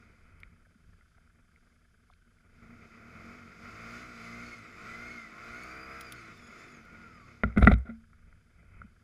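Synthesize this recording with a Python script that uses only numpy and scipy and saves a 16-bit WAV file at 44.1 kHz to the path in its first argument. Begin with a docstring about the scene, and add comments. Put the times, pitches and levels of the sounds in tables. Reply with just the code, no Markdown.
"""Open snow, no echo: a quad bike idles, pulls away in swells of throttle and slows again, heard muffled
through a camera's closed housing. Exhaust pulses thud, the block drones, valves tick and meshing gears
whine. Then a knock and a quick tumble of blows ring the housing and shake loose parts. Small taps,
ticks and rubs come and go over the mount's rumble and a faint hiss."""
import sys
import numpy as np
from scipy.fft import rfft, irfft, next_fast_len
from scipy.io import wavfile
from scipy.ndimage import uniform_filter1d, minimum_filter1d, map_coordinates

SR = 44100
rng = np.random.default_rng(int(sys.argv[2]) if len(sys.argv) > 2 else 0)


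def materialize(psi):
    """Save the field psi as 16-bit PCM at rate SR to the path in sys.argv[1].

    A 1-D psi becomes a single channel; in a 2-D psi each row is a channel.
    """
    bounded = np.clip(np.atleast_2d(psi).T, -1, 1)
    quanta = np.round(bounded * 32767).astype(np.int16)
    wavfile.write(sys.argv[1], SR, quanta)


N = 398223
IDLE_HZ = 21.74

# throttle pushes: open t/s, close t/s, target crank f/Hz, load gains/dB for thud, bark, clatter, fizz
THROTTLE = [(2.52, 2.84, 41.5, 10, 5, 0, 1), (2.91, 3.37, 56.2, 4.5, 3, 1, 1.5),
            (3.545, 4.055, 69.3, 2.5, 1.5, 2.5, 4), (4.159, 4.503, 62.3, 3.5, 1, 1, 3),
            (4.718, 5.128, 68, -.5, 2, 2.5, 2.5), (5.324, 6.039, 69.9, -3, 1.5, 1.5, .5),
            (6.437, 6.637, 59.6, -5, -1, 1, 3.5), (6.858, 7.014, 52.9, 4, -4, 0, 0)]
# case response to gear tones: f/Hz, gain/dB
WHINE_PATH = [(1000, -9), (1130, -2), (1250, 0), (1350, 5), (1460, 4), (1560, -6), (1700, -9), (2020, 3),
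              (2130, 4), (2210, -1), (2360, 0), (2520, -4), (2900, -25), (3350, -10), (3550, -9),
              (3800, -11), (4000, -9), (4200, -11), (4400, -3), (4550, -6), (4800, 1), (5000, -2),
              (5300, -3), (5600, -20), (6000, -7), (6500, -1), (6750, -2), (7100, -11), (8000, -14),
              (8600, -17), (9300, -15), (9800, -19), (10400, -11), (11000, -18), (11600, -34)]
# mount rumble: f/Hz, level/dB
RUMBLE_SPECTRUM = [(11, -30), (18, -1.5), (38, -4.5), (97, -4.5), (123, -19.5), (168, -10), (204, -30.5),
                   (229, -15), (244, -24.5), (264, -40), (400, -31.5), (520, -53.5), (880, -120)]
# low resonances, stirred by engine and rubbing: f/Hz, level/dB
DRONE_SPECTRUM = [(60, -26.5), (130, 0.5), (180, 2.5), (210, 3.5), (233, 6.5), (275, -3), (450, -2.5),
                  (560, -8.5), (690, -9), (780, -19.5), (880, -11), (1100, -17), (2000, -55.5)]
# mid resonances, likewise: f/Hz, level/dB
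CLATTER_SPECTRUM = [(350, -44), (600, -20.5), (715, -7.5), (840, -42), (1070, -7.5), (1180, -3), (1410, 6),
                    (1580, -8), (1760, -8.5), (2100, 3), (2590, -5), (2800, -28), (3000, -12.5),
                    (3900, -50), (6600, -120)]
# shell under a scraping contact: f/Hz, level/dB
SCRAPE_SPECTRUM = [(150, -8.5), (400, 2), (700, 4), (880, -13.5), (1150, -4), (1400, 11), (1700, -10.5),
                   (2100, 3), (2800, -24), (3700, -20.5), (4500, -39.5), (8000, -48), (10500, -47.5),
                   (15500, -52.5)]


def amp(db):
    """Decibels to gain."""
    return 10 ** (np.asarray(db) / 20)


def unit_rms(x):
    """Scale to rms 1."""
    return x / np.sqrt(np.mean(x ** 2) + 1e-20)


def db_at(spectrum, hz):
    """Read (f/Hz, level/dB) points on a log frequency axis."""
    knots_hz, db = np.transpose(spectrum)
    return np.interp(np.log(hz + 1), np.log(knots_hz + 1), db)


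def curve(points):
    """(t/s, value) points to one value per sample."""
    return np.interp(np.arange(N) / SR, *np.transpose(points))


def wobble(rate_hz):
    """Smooth random curve, rate_hz knots a second."""
    knots = rng.standard_normal(int(N * rate_hz / SR) + 4)
    return map_coordinates(knots, [np.arange(N) * rate_hz / SR])


def colour(x, spectrum):
    """Minimum-phase filter from (f/Hz, gain/dB) points."""
    m = 2 * next_fast_len(len(x) // 2 + 4096)
    cepstrum = irfft(np.log(amp(db_at(spectrum, np.fft.rfftfreq(m, 1 / SR)))), m)
    cepstrum[1:m // 2] *= 2
    cepstrum[m // 2 + 1:] = 0
    return irfft(rfft(x, m) * np.exp(rfft(cepstrum)), m)[:len(x)]


def noise(spectrum, gate=1):
    """White noise, gated, then coloured; rms 1."""
    return unit_rms(colour(gate * rng.standard_normal(N), spectrum))


def decay(t, t60_s):
    """Loses 60 dB in t60_s."""
    return np.exp(-np.log(1000) * t / t60_s)


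def burst(samples, t60_s, spectrum):
    """Decaying coloured noise; peak 1."""
    sound = colour(decay(np.arange(samples) / SR, t60_s) * rng.standard_normal(samples), spectrum)
    return sound / np.abs(sound).max()


def span(start_s, end_s, ramp_samples):
    """1 between two times, 0 outside, with ramped edges."""
    t = np.arange(N) / SR
    return uniform_filter1d(1.0 * ((t > start_s) & (t < end_s)), ramp_samples)


def add(track, start_s, sound):
    """Mix a sound in at start_s."""
    target = track[round(start_s * SR):][:len(sound)]
    target += sound[:len(target)]


def background(rumble_db=-66, lumps_db=2, hiss_db=-81):
    """The mount rumbles with the machine over a faint steady hiss."""
    # noise floor: f/Hz, level/dB
    hiss_spectrum = [(240, -40.5), (400, -2.5), (673, -9.5), (1000, -28.5), (1470, 10), (1790, -1),
                     (2120, -26), (2840, -17), (3060, 2.5), (4220, -22), (4840, -11), (11100, -6.5),
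                     (15500, -40.5)]
    rumble = amp(rumble_db + lumps_db * wobble(3.7)) * noise(RUMBLE_SPECTRUM)
    return rumble + amp(hiss_db) * noise(hiss_spectrum)


def handling(creak_db=-2):
    """Each shift of the camera rocks the mount and rubs on the case."""
    # camera shifts: centre t/s, half length/s, rumble/dB, rub/dB
    shifts = [(0.03, 0.12, -74, -71), (0.352, 0.2, -59.5, -67.5), (0.894, 0.092, -58, -84),
              (2.656, 0.19, -61, -69), (5.516, 0.084, -61, -84), (8.288, 0.14, -58.5, -75),
              (8.615, 0.08, -57, -70.5), (8.783, 0.084, -52, -64), (8.934, 0.076, -59, -80)]
    t = np.arange(N) / SR
    swells = np.array([np.exp(-((t - centre_s) / half_s) ** 2) for centre_s, half_s, *_ in shifts])
    *_, rumble_db, rub_db = np.transpose(shifts)
    rumble = amp(rumble_db) @ swells * noise(RUMBLE_SPECTRUM)
    rub = noise(CLATTER_SPECTRUM) + amp(creak_db) * noise(DRONE_SPECTRUM)
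    return rumble + amp(rub_db) @ swells * rub


def ticks(t60_s=0.024, gain_db=1):
    """Tiny bright ticks, as of grit striking the case."""
    # close ticks: t/s, level/dB
    hits = [(0.402, -52), (5.635, -48), (6.0098, -31), (6.1224, -31), (6.375, -54.5), (6.852, -57)]
    # one tick: f/Hz, level/dB
    tick_spectrum = [(1500, -12), (3000, 3.5), (5000, -2.5), (8000, -9), (11000, 0.5), (13000, -11.5),
                     (15500, -0.5)]
    out = np.zeros(N)
    for start_s, db in hits:
        add(out, start_s, amp(db + gain_db) * burst(SR // 10, t60_s, tick_spectrum))
    return out


def taps(t60_s=0.0089):
    """Light contacts each stir one band of the shell's range."""
    # contacts on the case: t/s, peak/dB, centre f/Hz, width/octaves
    contacts = [(.433, -35, 2950, 0.89), (.667, -63, 610, 0.4), (.752, -54, 200, 0.29),
                (1.009, -54, 1600, 0.97), (1.181, -54, 900, 0.95), (1.275, -57, 1300, 0.96),
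                (1.56, -52.5, 2360, 0.33), (2.1, -49.5, 730, 0.38), (2.114, -62, 4400, .5),
                (2.136, -56, 4100, 0.51), (2.385, -61, 3000, .5), (7.526, -49, 2840, 0.5),
                (7.58, -38.5, 7100, 0.9), (7.629, -23, 4990, 1), (7.637, -42.5, 7960, 0.95),
                (7.649, -30, 4630, 0.61), (7.667, -32, 4600, 0.92), (7.673, -38, 8650, .8),
                (7.719, -25, 4880, .93), (7.725, -39, 8160, 0.98), (7.738, -30, 4100, 0.77),
                (7.785, -54, 8060, 0.41), (8.131, -52.5, 1390, 0.59), (8.327, -50.5, 1600, 0.96),
                (8.63, -60, 594, .79), (8.8163, -36.5, 1330, 1), (8.84, -46, 195.4, 0.24)]
    out = np.zeros(N)
    grid_hz = np.geomspace(30, 15000, 80)
    for start_s, db, centre_hz, octaves in contacts:
        band_db = np.maximum(-6 * (np.log2(grid_hz / centre_hz) / octaves) ** 2, -50)
        spectrum = np.c_[grid_hz, band_db + db_at(SCRAPE_SPECTRUM, grid_hz)]
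        add(out, start_s, amp(db) * burst(SR // 8, t60_s, spectrum))
    return out


def rattle(start_s=7.575, end_s=7.74, level_db=-66, grain_db=4):
    """Small loose parts chatter while the housing tumbles."""
    # loose parts: f/Hz, level/dB
    rattle_spectrum = [(3000, -31), (5000, -1.5), (7500, -11.5), (9000, -1.5), (10200, -1), (12000, -13),
                       (15500, -24)]
    chatter = noise(rattle_spectrum, amp(grain_db * wobble(170)))
    return amp(level_db) * span(start_s, end_s, SR // 100) * chatter


def blows(give_s=.0019, build_cycles=0.87, cavity_hz=226, cavity_t60_s=.33, grain_db=3, tail_db=-24):
    """Each blow rocks the mount, rings the shell and the air inside, and scrapes briefly."""
    # blows on the housing: t/s, levels/dB of crack, boom, body, cavity, scrape; scrape rise/s
    hits = [(7.4352, -13.5, -22, -22.5, -36, -20, 0.001), (7.562, -72, -22, -33.5, -55, -39, 0.0022),
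            (7.572, -44.5, -20, -16.5, -48, -30.5, 0.006), (7.608, -57.5, -22, -31, -55, -37.5, 0.0085),
            (7.622, -35, -9.5, -21, -48, -26, 0.0041), (7.644, -45.5, -23, -28.5, -55, -31.5, .003),
            (7.665, -43.5, -25.5, -20.5, -55, -40, 0.0013), (7.6718, -4, -21, -8, -46, -17, 0.0033),
            (7.695, -46, -38.5, -26, -55, -36, 0.005), (7.713, -28, -12, -21, -46, -24.5, 0.0034),
            (7.734, -40, -38, -30, -52, -49, 0.0015), (7.851, -75, -67, -49, -60, -54.5, 0.021),
            (7.889, -63, -44, -42, -34, -53, 0.0081)]
    # modes of housing and mount: f/Hz, level/dB, t60/s
    modes = [(42, -4.5, .13), (60.4, 6, 0.2), (70, -11, 0.38), (103.7, -0.5, 0.17), (166.6, -7.5, 0.19),
             (206.2, 6.5, 0.098), (230, -1, 0.13), (398, -5, 0.06), (464, -15.5, 0.05), (697, -7, 0.042),
             (678, -10, 0.0057), (1210, -18, 0.016), (1374, -1.5, 0.033), (1396, -3, 0.047),
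             (1973, -0.5, 0.022), (2062, -0.5, .018), (2180, -10, 0.011), (3400, -36, .025),
             (4500, -45.5, 0.033)]
    # treble loss of a soft contact: f/Hz, gain/dB
    soft_contact = [(4200, -1), (6500, -14)]
    out, t = np.zeros(N), np.arange(SR // 2) / SR

    def mode(hz, t60_s):
        """Damped sine; the plastic yields, and low modes build more slowly."""
        onset = 1 - np.exp(-t / (give_s + build_cycles / hz))
        return -onset * decay(t, t60_s) * np.sin(2 * np.pi * hz * t)

    for start_s, crack_db, boom_db, body_db, cavity_db, scrape_db, rise_s in hits:
        force = [(110, boom_db), (180, body_db), (750, body_db), (1100, crack_db)]
        ring = amp(cavity_db) * mode(cavity_hz, cavity_t60_s)
        for hz, db, t60_s in modes:
            ring += amp(db + db_at(force, hz) + rng.standard_normal()) * mode(hz, t60_s)
        # stick-slip, about every millisecond
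        slips = np.repeat(amp(grain_db * rng.standard_normal(len(t))), SR // 1000)[:len(t)]
        scrape = colour(slips * rng.standard_normal(len(t)), SCRAPE_SPECTRUM)
        scrape = unit_rms(colour(scrape, soft_contact))
        contact = t / rise_s * np.exp(1 - t / rise_s) + amp(tail_db) * decay(t, t60_s=0.35)
        add(out, start_s, ring + amp(scrape_db) * scrape * contact)
    return out


def crankshaft(start_hz=31.1, pickup_s=.37, coast_s=1.087):
    """Crank rate and turn count: climbs on open throttle, then coasts towards idle."""
    t = np.arange(N) / SR
    crank_hz = start_hz * np.exp(-t / coast_s)
    for open_s, close_s, target_hz, *_ in THROTTLE:
        from_hz = max(np.interp(open_s, t, crank_hz), IDLE_HZ)
        held_s = np.clip(t - open_s, 0, close_s - open_s)
        climb_hz = target_hz + (from_hz - target_hz) * np.exp(-held_s / pickup_s)
        coast = np.exp(-np.maximum(t - close_s, 0) / coast_s)
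        crank_hz = np.where(t < open_s, crank_hz, climb_hz * coast)
    crank_hz = uniform_filter1d(np.maximum(crank_hz, IDLE_HZ), SR * 7 // 100)  # flywheel
    return crank_hz, np.cumsum(crank_hz) / SR


def under_load(opened, shut=0, ramp_s=0.22):
    """Control that ramps between each push's value and the shut-throttle value."""
    control = np.full(N, float(shut))
    for (open_s, close_s, *_), value in zip(THROTTLE, np.broadcast_to(opened, len(THROTTLE))):
        control[round(open_s * SR):round(close_s * SR)] = value
    return uniform_filter1d(control, round(ramp_s * SR))


def speed_levels(crank_hz):
    """Base levels/dB of thud, drone, clatter and fizz."""
    # engine level against speed: crank f/Hz, thud/dB, drone/dB, clatter/dB, fizz/dB
    levels = [(22.06, -16.5, -72.5, -78, -84), (34, -8, -54.5, -56.5, -72.5), (43.2, -2.5, -52, -55, -71.5),
              (57.9, 0.5, -49, -49, -63.5), (67, 6.5, -48.5, -49.5, -64.5)]
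    knots_hz, *columns = np.transpose(levels)
    return [np.interp(crank_hz, knots_hz, db) for db in columns]


def drive_gears(flutter_db=2.2, rasp_db=3, jitter=.0048, sway=.002):
    """Meshing teeth whine unevenly; each overtone flares as it crosses a case resonance."""
    # tooth mesh rate, following the wheels: t/s, f/Hz
    mesh_rate = [(3.6, 1560), (3.8, 1850), (4.04, 2030), (4.15, 1985), (4.25, 2010), (4.33, 2056),
                 (4.49, 2215), (4.56, 2130), (4.72, 1800), (4.8, 1845), (4.92, 2000), (5.06, 2131),
                 (5.14, 2195), (5.24, 2043), (5.33, 1890), (5.42, 1925), (5.6, 2190), (5.73, 2362),
                 (5.88, 2450), (6.02, 2519), (6.16, 2225), (6.3, 1940), (6.45, 1680), (6.65, 1778),
                 (6.72, 1715), (6.87, 1410), (7.01, 1440), (7.13, 1290), (7.25, 1119), (7.36, 1030)]
    # whine fundamental: t/s, level/dB
    fundamental_level = [(3.6, -76), (4.05, -65), (4.2, -66), (4.42, -53), (4.56, -58), (4.72, -64),
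                         (4.87, -62), (4.93, -50), (5.06, -51), (5.24, -50), (5.3, -63), (5.45, -64),
                         (5.56, -56), (5.72, -55), (5.9, -60), (6.1, -59), (6.28, -66), (6.5, -63),
                         (6.68, -61), (6.82, -67), (6.98, -59), (7.12, -61), (7.23, -58), (7.33, -76)]
    # all overtones: t/s, level/dB
    overtone_level = [(3.6, -77), (3.95, -69), (4.08, -64), (4.5, -63.5), (4.62, -67), (4.8, -62.5),
                      (5.14, -63), (5.28, -70), (5.5, -64), (5.8, -61.5), (6.12, -62), (6.3, -65),
                      (6.46, -63.5), (6.68, -64.5), (6.8, -73), (7.05, -76), (7.22, -71), (7.36, -74)]
    # each overtone: multiple of mesh rate, gain/dB
    overtones = [(2, 0), (3, -8), (4, -2.5), (5, -6.5), (6, -9)]
    mesh_hz = curve(mesh_rate)
    phase = 2 * np.pi * np.cumsum(mesh_hz * (1 + jitter * wobble(300) + sway * wobble(25))) / SR
    tones = [(1, curve(fundamental_level))] + [(k, curve(overtone_level) + db) for k, db in overtones]
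    whine = np.zeros(N)
    for k, db in tones:
        tone_db = db + db_at(WHINE_PATH, k * mesh_hz) + flutter_db * np.sqrt(k / 2) * wobble(28)
        whine += amp(tone_db) * np.sin(k * phase)
    rolling = span(mesh_rate[0][0], mesh_rate[-1][0], SR // 10)
    return amp(rasp_db * wobble(130)) * whine * rolling


def pinions(crank_hz, turns, onset_hz=53, coast_db=-4, flutter_db=3.5, slack_rad=.5):
    """Crankshaft gears sing on multiples of its rate at high revs."""
    # crankshaft gears: tooth count, level/dB
    gears = [(20, -58), (24, -56)]
    song = np.zeros(N)
    for teeth, db in gears:
        tone_db = db + db_at(WHINE_PATH, teeth * crank_hz) + flutter_db * wobble(16)
        song += amp(tone_db) * np.sin(2 * np.pi * teeth * turns + slack_rad * wobble(90))
    return amp(under_load(0, coast_db)) * song / (1 + (onset_hz / crank_hz) ** 16)


def valves(crank_hz, turns, level_db=-73, spread_db=1.8, half_width_s=.008):
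    """Each valve seats once in two turns, ticking in a limping pattern."""
    # valve seatings: share of cycle, level/dB
    seatings = [(0, 0.5), (.36, -2.5), (.64, -6.5)]
    # tappet tick: f/Hz, level/dB
    tappet_spectrum = [(500, -20), (680, -13), (900, -25), (1200, -6), (1420, 2), (1650, 1), (1900, -12),
                       (2300, -12), (2800, -27), (5000, -45)]
    cycles = turns / 2
    gate = np.zeros(N)
    for share, db in seatings:
        nearest = np.round(cycles - share).astype(int)
        offset_s = (cycles - share - nearest) * 2 / crank_hz
        strengths = amp(db + spread_db * rng.standard_normal(400))
        gate += strengths[nearest] * np.exp(-(offset_s / half_width_s) ** 2)
    return amp(level_db) * noise(tappet_spectrum, gate)


def overrun(crank_hz, turns, fade_hz=29, flutter_db=4.0):
    """Throttle shut, the wheels drive the engine: a low hum that fades near idle."""
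    # hum orders: multiple of crank rate, level/dB
    orders = [(2, -59.5), (3, -61), (4, -63), (5, -67.5), (6, -68.5), (7, -76.5), (8, -70.5), (10, -77)]
    # case response to the hum: f/Hz, gain/dB
    hum_path = [(75, -3.5), (105, 0), (150, -3), (175, -6.5), (205, -8), (233, 5), (265, -5.5), (320, 0.5),
                (560, -5)]
    hum = np.zeros(N)
    for k, db in orders:
        tone_db = db + db_at(hum_path, k * crank_hz) + flutter_db * wobble(12)
        hum += amp(tone_db) * np.sin(2 * np.pi * (k * turns + rng.random()))
    return np.sqrt(2) * hum * under_load(0, shut=0.99) / (1 + (fade_hz / crank_hz) ** 8)


def engine_block(crank_hz, turns, drone_trim_db=-6, top_speed_trim_db=-7, clatter_trim_db=-3):
    """The block drones and the valve gear clatters with the shaft, louder with speed and load."""
    # faint treble through the housing: f/Hz, level/dB
    fizz_spectrum = [(1600, -31), (2700, 1.5), (2820, -8), (3030, -2.5), (3250, -8.5), (3500, 0),
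                     (3900, -6), (4550, -4), (4800, 2), (5700, -7), (6700, -5), (7700, -14.5),
                     (9600, -21.5), (10800, -16.5), (13500, -27.5), (15500, -37)]
    _, drone_db, clatter_db, fizz_db = speed_levels(crank_hz)
    *_, clatter_load_db, fizz_load_db = np.transpose(THROTTLE)
    stroke_db = 3.5 * np.cos(2 * np.pi * turns) + 0.5 * np.cos(np.pi * turns) + 3 * wobble(25)
    # strokes stand out at idle, merge at speed
    gate = amp(stroke_db * crank_hz.min() / crank_hz + 0.3 * wobble(70))
    revs = (crank_hz - crank_hz.min()) / np.ptp(crank_hz)
    drone_db += drone_trim_db + under_load(2.0) + top_speed_trim_db * revs
    clatter_db += clatter_trim_db + under_load(clatter_load_db)
    drone = amp(drone_db) * noise(DRONE_SPECTRUM, gate)
    clatter = amp(clatter_db) * noise(CLATTER_SPECTRUM, gate)
    fizz = amp(fizz_db + under_load(fizz_load_db) + wobble(11)) * noise(fizz_spectrum)
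    return drone + clatter + fizz


def smear(x, spread_s):
    """Paths through frame and case delay each frequency differently, by up to spread_s."""
    m = next_fast_len(N + SR // 2)
    knots_hz = np.arange(0, SR / 2, 70)
    delay_s = spread_s * np.interp(np.fft.rfftfreq(m, 1 / SR), knots_hz, rng.random(len(knots_hz)))
    return irfft(rfft(x, m) * np.exp(-2j * np.pi * np.cumsum(delay_s) * SR / m), m)[:N]


def exhaust(crank_hz, turns, coast_db=-6, bark_db_per_octave=11, lope_db=5, stumble_db=2.0):
    """One pulse per turn thuds through the silencer; load adds a sharp bark."""
    # silencer response: f/Hz, level/dB
    silencer = [(20, -86), (45, -68), (62, -62), (80, -62.5), (105, -59), (120, -62), (140, -75),
                (175, -62.5), (207, -68), (226, -55), (238, -54), (264, -77), (320, -73.5), (450, -97.5),
                (1000, -120)]
    # sharp edge of a loaded stroke: f/Hz, level/dB
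    bark_spectrum = [(150, -105), (250, -77), (300, -63), (335, -61), (395, -68), (465, -61), (545, -75),
                     (605, -66), (690, -62), (780, -73), (950, -77), (1200, -61), (1400, -58), (1700, -71),
                     (2100, -63), (2500, -68), (2900, -100)]
    *_, thud_load_db, bark_load_db, _, _ = np.transpose(THROTTLE)
    revs = crank_hz / crank_hz.max()
    thud_db = speed_levels(crank_hz)[0] + under_load(thud_load_db, coast_db)
    bark_db = under_load(bark_load_db, coast_db) + bark_db_per_octave * np.log2(revs)
    firings = np.flatnonzero(np.diff(np.floor(turns)))
    # every other turn is weaker; firing stumbles at idle, evens out at speed
    dip_db = lope_db * (np.arange(len(firings)) % 2) + stumble_db * rng.standard_normal(len(firings))
    dip_db *= IDLE_HZ / crank_hz[firings]
    pulses = np.zeros(N)
    pulses[firings] = amp(-dip_db) * SR / (np.sqrt(2) * crank_hz[firings])
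    thud = colour(pulses * amp(thud_db), silencer)
    bark = colour(pulses * amp(bark_db) * revs, bark_spectrum)
    return thud + smear(bark, spread_s=.03)


def scene():
    """Quad and housing noises sum at one enclosed microphone."""
    crank_hz, turns = crankshaft()
    quad = exhaust(crank_hz, turns) + overrun(crank_hz, turns) + engine_block(crank_hz, turns)
    quad += valves(crank_hz, turns) + pinions(crank_hz, turns) + drive_gears()
    return (quad + blows() + rattle() + taps() + ticks() + handling() + background())[None]


def record(dry, ceiling=.94, window_samples=441, cutoff_hz=15400):
    """Peak limiter, then brick-wall low-pass."""
    needed = np.minimum(1, ceiling / (np.abs(dry) + 1e-9))
    gain = uniform_filter1d(minimum_filter1d(needed, window_samples), window_samples)
    m = next_fast_len(N + SR // 2)
    passband = np.fft.rfftfreq(m, 1 / SR) < cutoff_hz
    return irfft(rfft(dry * gain, m) * passband, m)[..., :N]


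dry = scene()
out = record(dry)
materialize(out)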